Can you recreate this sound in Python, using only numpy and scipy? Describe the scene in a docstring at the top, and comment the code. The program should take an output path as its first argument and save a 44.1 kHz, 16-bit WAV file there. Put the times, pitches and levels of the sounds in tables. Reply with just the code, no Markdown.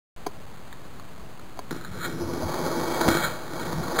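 """A small model-railway truck whirrs down a sloping track laid on soft bedding, in a quiet room. First fingers
click against it, then it drops onto its wheels and rolls. Rough rails shake the bedding, track, frame and
wheels. Wheel rims scrape, a wheel sings and the wheels knock over rail joints. A crude recorder rounds the
sound to coarse steps and holds each one, adding a gritty, metallic treble."""
import sys
import numpy as np
from scipy import signal
from scipy.fft import rfft, irfft
from scipy.io import wavfile

SR = 44100
rng = np.random.default_rng(int(sys.argv[2]) if len(sys.argv) > 2 else 0)


def output_pcm(signal):
    """Save a mono or channel-first signal as 16-bit PCM at the path in sys.argv[1].

    Samples are clipped to [-1, 1] before scaling.
    """
    pcm = np.clip(np.atleast_2d(signal).T, -1, 1) * 32767
    wavfile.write(sys.argv[1], SR, np.round(pcm).astype(np.int16))


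N = 176400
T = np.arange(N) / SR

# the tone of the room's hush: pitch_hz, relative_db
ROOM_TONE = [(25, -2.5), (60, 0), (150, 0.5), (300, -5), (600, -8.5), (1100, -9.5), (1600, -15.5),
             (2100, -21.5), (2700, -36)]
# fingers click on the truck: start_s, level_db, extra_low_ring_db
FINGER_CLICKS = [(0.263, -23.5, -3.5), (0.2656, -16.5, 3.5), (0.2698, -26, 1), (1.573, -33.5, -8),
                 (1.59, -20.5, -4)]
# the notes in one click (a fade is a drop of 60 dB): pitch_hz, relative_db, fade_s
CLICK_NOTES = [(313.5, -7.5, 0.031), (409.4, -10, 0.054), (708, -2, 0.018), (1018, -6.5, 0.04),
               (1340, -13.5, .025), (1620, -18.5, 0.027), (2246, -15.5, .02)]
# small parts tick: start_s, level_db, pitch_hz
PART_TICKS = [(.665, -55, 1300), (.727, -30.5, 1800), (.730, -34, 1830), (0.997, -30.5, 1170),
              (1.197, -33, 1135), (1.395, -35.5, 1376), (1.709, -20.5, 1470), (1.811, -33.5, 1310),
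              (1.839, -33, 1410), (1.848, -26.5, 1535), (1.852, -33, 1520), (1.926, -34, 1466)]
# the track bumps on its bedding: peak_s, level_db, pitch_hz, half_length_s
TRACK_THUDS = [(1.225, -45, 58, 0.022), (1.725, -37.5, 153.5, 0.016), (2.249, -34.5, 87, 0.033),
               (2.452, -30, 88, .022), (3.11, -32.5, 100, 0.015), (3.128, -36, 58, 0.014)]
# the notes in the jolt from the hardest joint: pitch_hz, level_db, fade_s
JOLT_NOTES = [(235, -10, 0.022), (510, -3, 0.0057), (1560, -16, .005)]
# a wheel sings: peak_s, level_db, half_length_s
WHEEL_SINGS = [(2.627, -49, 0.18), (2.933, -41.5, 0.064), (3.2, -39.5, 0.13), (3.613, -50, 0.046)]
# wheel rims rub the rail: peak_s, level_db, rise_s, fall_s
RIM_SCRAPES = [(1.712, -36.5, .0015, 0.012), (1.755, -45.5, 0.012, 0.025), (2.0, -47.5, .08, 0.13),
               (2.052, -27.5, 0.021, 0.015), (2.669, -35.5, 0.017, .02), (3.12, -42, .04, 0.054),
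               (3.188, -30.5, 0.078, 0.11), (3.25, -23.5, 0.02, 0.019), (3.611, -40, .02, 0.032),
               (3.964, -32.5, 0.016, 0.015), (3.992, -17, 0.0041, 0.024)]
# wheels land and cross joints: start_s, track_db, frame_db, wheels_db
WHEEL_KNOCKS = [(1.7095, -25, -26.5, -24), (1.7139, -19.5, -21, -23), (1.726, -23.5, -25, -37),
                (1.747, -28.5, -26, -35), (1.762, -25, -27, -35), (2.335, -21, -24.5, -24),
                (2.542, -23, -15, -40), (2.663, -17.5, -26, -23), (3.0115, -17, -7.5, -15),
                (3.0137, -22.5, -8.5, -10), (3.072, -15, -22, -31), (3.08, -25, -8.5, -14),
                (3.0864, -18, -13, -7), (3.103, -23, -19, -35), (3.15, -14.5, -21, -21),
                (3.171, -31, -12, -9), (3.534, -27, -29, -25), (3.555, -26, -23, -38),
                (3.729, -18.5, -13.5, -27), (3.8812, -21, -18, -21), (3.988, -24, -11, -15)]
# resonances, the notes each part likes to ring at: pitch_hz, width_hz, relative_db
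SING_NOTES = [(2250, 45, 0)]
BEDDING_NOTES = [(35.6, 25, -13), (87.7, 35, -9.5), (121.3, 30, -6), (153.2, 26, -1), (190, 45, -3.5),
                 (224, 33, -9)]
TRACK_NOTES = [(261.3, 49, -6), (304, 25, -5.5), (335, 29, 1), (357.6, 30, -1.5), (429, 40, -6.5)]
FRAME_NOTES = [(466, 29, 2.5), (549, 34, -2), (626, 35, 2), (672.6, 30, -1.5), (738, 60, -2.5),
               (825, 15, 0), (861, 27, 2), (968.5, 60, -2), (1033, 67, -4), (1143, 60, -3)]
WHEEL_NOTES = [(1287, 110, -5.5), (1372, 45, -1.5), (1418, 60, -2), (1550, 120, -5.5), (1698, 150, -9),
               (1898, 90, -10), (2221, 59, -8.5), (2606, 220, -25)]
# rolling loudness before each part's trim, in three stages (gathering speed, downhill, on the level):
# time_s, bedding_db, track_db, frame_db, wheels_db
ROLL_STAGES = [
    [(1.87, -45, -50.5, -65.5, -50), (1.928, -32.5, -50, -49, -50), (1.95, -37, -38.5, -47.5, -49.5),
     (2.004, -38.5, -42.5, -51, -44.5), (2.058, -39, -40.5, -37.5, -39.5), (2.156, -35, -37, -51.5, -49.5),
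     (2.218, -37.5, -34, -40, -48.5), (2.368, -36, -34, -37.5, -46), (2.4, -38, -30.5, -39, -43.5)],
    [(2.43, -36.5, -33, -31.5, -43.5), (2.458, -32, -39, -39, -46), (2.49, -39.5, -33, -33.5, -41),
     (2.716, -33, -30.5, -31.5, -40.5), (2.742, -42, -36.5, -34, -40), (2.774, -36, -29, -33.5, -41),
     (2.944, -42.5, -31.5, -30, -38), (3.042, -36, -29, -27.5, -34), (3.06, -31.5, -30.5, -24, -36.5)],
    [(3.115, -35.5, -27.5, -30, -29.5), (3.273, -34, -40, -33.5, -43), (3.355, -46, -42, -40.5, -48),
     (3.505, -44, -41, -43.5, -45), (3.559, -38, -37.5, -36.5, -45), (3.605, -40, -37.5, -37.5, -42.5),
     (3.801, -29.5, -39, -36.5, -42.5), (3.951, -42.5, -32.5, -33, -41.5), (3.97, -37, -44, -29, -42.5)],
]


def from_db(db):
    """Turn decibels into a volume factor."""
    return 10 ** (np.asarray(db) / 20)


def unit_power(sound):
    """Scale a sound to an average power of 1."""
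    return sound / np.sqrt(np.mean(sound ** 2) + 1e-20)


def filtered(sound, kind, edge_hz, order=2):
    """Keep the low part, the high part or a middle band of a sound."""
    return signal.sosfilt(signal.butter(order, edge_hz, kind, fs=SR, output="sos"), sound)


def taps(times_s, level_db):
    """One sharp tap at each time."""
    out = np.zeros(N)
    np.add.at(out, (np.atleast_1d(times_s) * SR).astype(int), from_db(level_db))
    return out


def swell(peak_s, level_db, half_length_s):
    """A smooth, bell-shaped rise and fall in loudness."""
    return from_db(level_db) * np.exp(-((T - peak_s) / half_length_s) ** 2)


def ring(hits, pitch_hz, fade_s):
    """Each hit starts one pure note that dies away."""
    decay = from_db(-60 / (fade_s * SR))
    angle = 2 * np.pi * pitch_hz / SR
    return signal.lfilter([0, np.sin(angle)], [1, -2 * decay * np.cos(angle), decay ** 2], hits + 1e-18)


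def resonate(push, notes, damping=1, in_step=False):
    """A part rings at all its notes, in step where it is struck. More damping shortens the ring."""
    out = 0
    for k, (hz, width_hz, db) in enumerate(notes):
        decay = np.exp(-np.pi * width_hz * damping / SR)
        sign = 1 if in_step else (-1) ** k
        feedback = [1, -2 * decay * np.cos(2 * np.pi * hz / SR), decay ** 2]
        note = signal.lfilter([1, 0, -1], feedback, push + 1e-18)
        out += sign * from_db(db) * (1 - decay ** 2) / 2 * note
    return filtered(out, "band", [notes[0][0] * 0.48, notes[-1][0] * 1.6])


def roughness(specks_per_s=4500, spread_db=2):
    """Tiny rough specks give many random pushes of uneven size."""
    sizes = from_db(spread_db * np.minimum(rng.exponential(1, N), 4))
    signs = rng.choice([-1, 1], N)
    return sizes * signs * (rng.random(N) < specks_per_s / SR)


def room_hush(level_db=-45.5):
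    """The room gives a steady, dull hush."""
    hz, db = np.transpose(ROOM_TONE)
    all_hz = np.fft.rfftfreq(N, 1 / SR)
    tone = from_db(np.interp(np.log(all_hz + 1), np.log(hz), db))
    hush = irfft(rfft(rng.standard_normal(N)) * tone, N)
    return from_db(level_db) * unit_power(hush)


def clicks_and_ticks(hollow_below_hz=550, crack_db=-12.5, crack_s=0.0027):
    """Fingers make hollow clicks and small parts tick, each tick with a tiny crack of noise."""
    times_s, level_db, extra_low_db = np.transpose(FINGER_CLICKS)
    out = 0
    for k, (hz, db, fade_s) in enumerate(CLICK_NOTES):
        hits = taps(times_s, level_db + db + extra_low_db * (hz < hollow_below_hz))
        out += (-1) ** k * ring(hits, hz, fade_s)
    noise = unit_power(filtered(rng.standard_normal(N), "band", [600, 2000]))
    for start_s, db, hz in PART_TICKS:
        out += ring(taps(start_s, db), hz, fade_s=0.014)
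        fade = (T > start_s) * np.exp(-abs(T - start_s) / crack_s)
        out += from_db(db + crack_db) * fade * noise
    return filtered(out, "high", edge_hz=233)  # the small body gives off no bass


def track_thuds():
    """The track swings on its bedding with soft, low thuds."""
    out = 0
    for peak_s, db, hz, half_length_s in TRACK_THUDS:
        swing = np.sqrt(2) * np.sin(2 * np.pi * (hz * T + rng.random()))
        out += swell(peak_s, db, half_length_s) * swing
    return out


def singing_wheel():
    """Rubbing makes a wheel sing briefly on one high note."""
    loudness = sum(swell(*squeak) for squeak in WHEEL_SINGS)
    return loudness * unit_power(resonate(roughness(), SING_NOTES))


def rim_scrapes():
    """A wheel's rim rubs the rail and lets go, making the wheels ring."""
    power = 0
    for peak_s, db, rise_s, fall_s in RIM_SCRAPES:
        shape = np.exp(-np.maximum((peak_s - T) / rise_s, (T - peak_s) / fall_s))
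        power += (from_db(db) * shape) ** 2
    return np.sqrt(power) * unit_power(resonate(roughness(), WHEEL_NOTES, damping=0.8))


def hard_jolt(start_s=3.085):
    """The hardest joint, at the foot of the slope, gives the truck one heavy, dead blow."""
    return sum(ring(taps(start_s, db), hz, fade_s) for hz, db, fade_s in JOLT_NOTES)


def wheel_knocks(damping=1.8):
    """Each blow rings the track, frame and wheels; the pressing wheel cuts the ring short."""
    times_s, *levels_db = np.transpose(WHEEL_KNOCKS)
    out = 0
    for notes, db in zip((TRACK_NOTES, FRAME_NOTES, WHEEL_NOTES), levels_db):
        one_knock = resonate(signal.unit_impulse(SR // 10), notes, damping, in_step=True)
        out += resonate(taps(times_s, db), notes, damping, in_step=True) / abs(one_knock).max()
    return filtered(out, "low", edge_hz=2230)  # a plastic wheel softens each blow


def rolling_truck(start_s=1.72, trims_db=(-1.5, 0.5, 0.5, 2)):
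    """Rough rails make the bedding drone, the track rumble, the frame whirr and the wheels ring."""
    times_s, *levels_db = np.transpose(np.vstack(ROLL_STAGES))
    parts = (BEDDING_NOTES, TRACK_NOTES, FRAME_NOTES, WHEEL_NOTES)
    pushes = roughness()
    out = 0
    for notes, trim_db, db in zip(parts, trims_db, levels_db):
        loudness = from_db(trim_db + np.interp(T, times_s, db))
        out += loudness * unit_power(resonate(pushes, notes))
    return out * (T > start_s)


def scene():
    """The truck, its track and the room, heard at one close microphone."""
    truck = rolling_truck() + rim_scrapes() + singing_wheel() + wheel_knocks() + hard_jolt()
    return (truck + track_thuds() + clicks_and_ticks() + room_hush())[None]


def record(dry, hold_samples=8, step=1 / 128, offset=-0.017, start_s=0.163, top_hz=15700):
    """A crude recorder dulls the sound, then rounds and holds it, which adds a gritty treble."""
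    dull = filtered(dry, "low", edge_hz=2650, order=8)
    rounded = np.round(dull[:, ::hold_samples] / step) * step + offset  # it sits a little off zero
    held = np.repeat(rounded, hold_samples, axis=1)[:, :N]
    held *= T > start_s  # silent until the recorder starts
    top_cut = signal.ellip(10, 0.1, 80, top_hz, fs=SR, output="sos")
    return signal.sosfilt(top_cut, held)


dry = scene()
out = record(dry)
output_pcm(out)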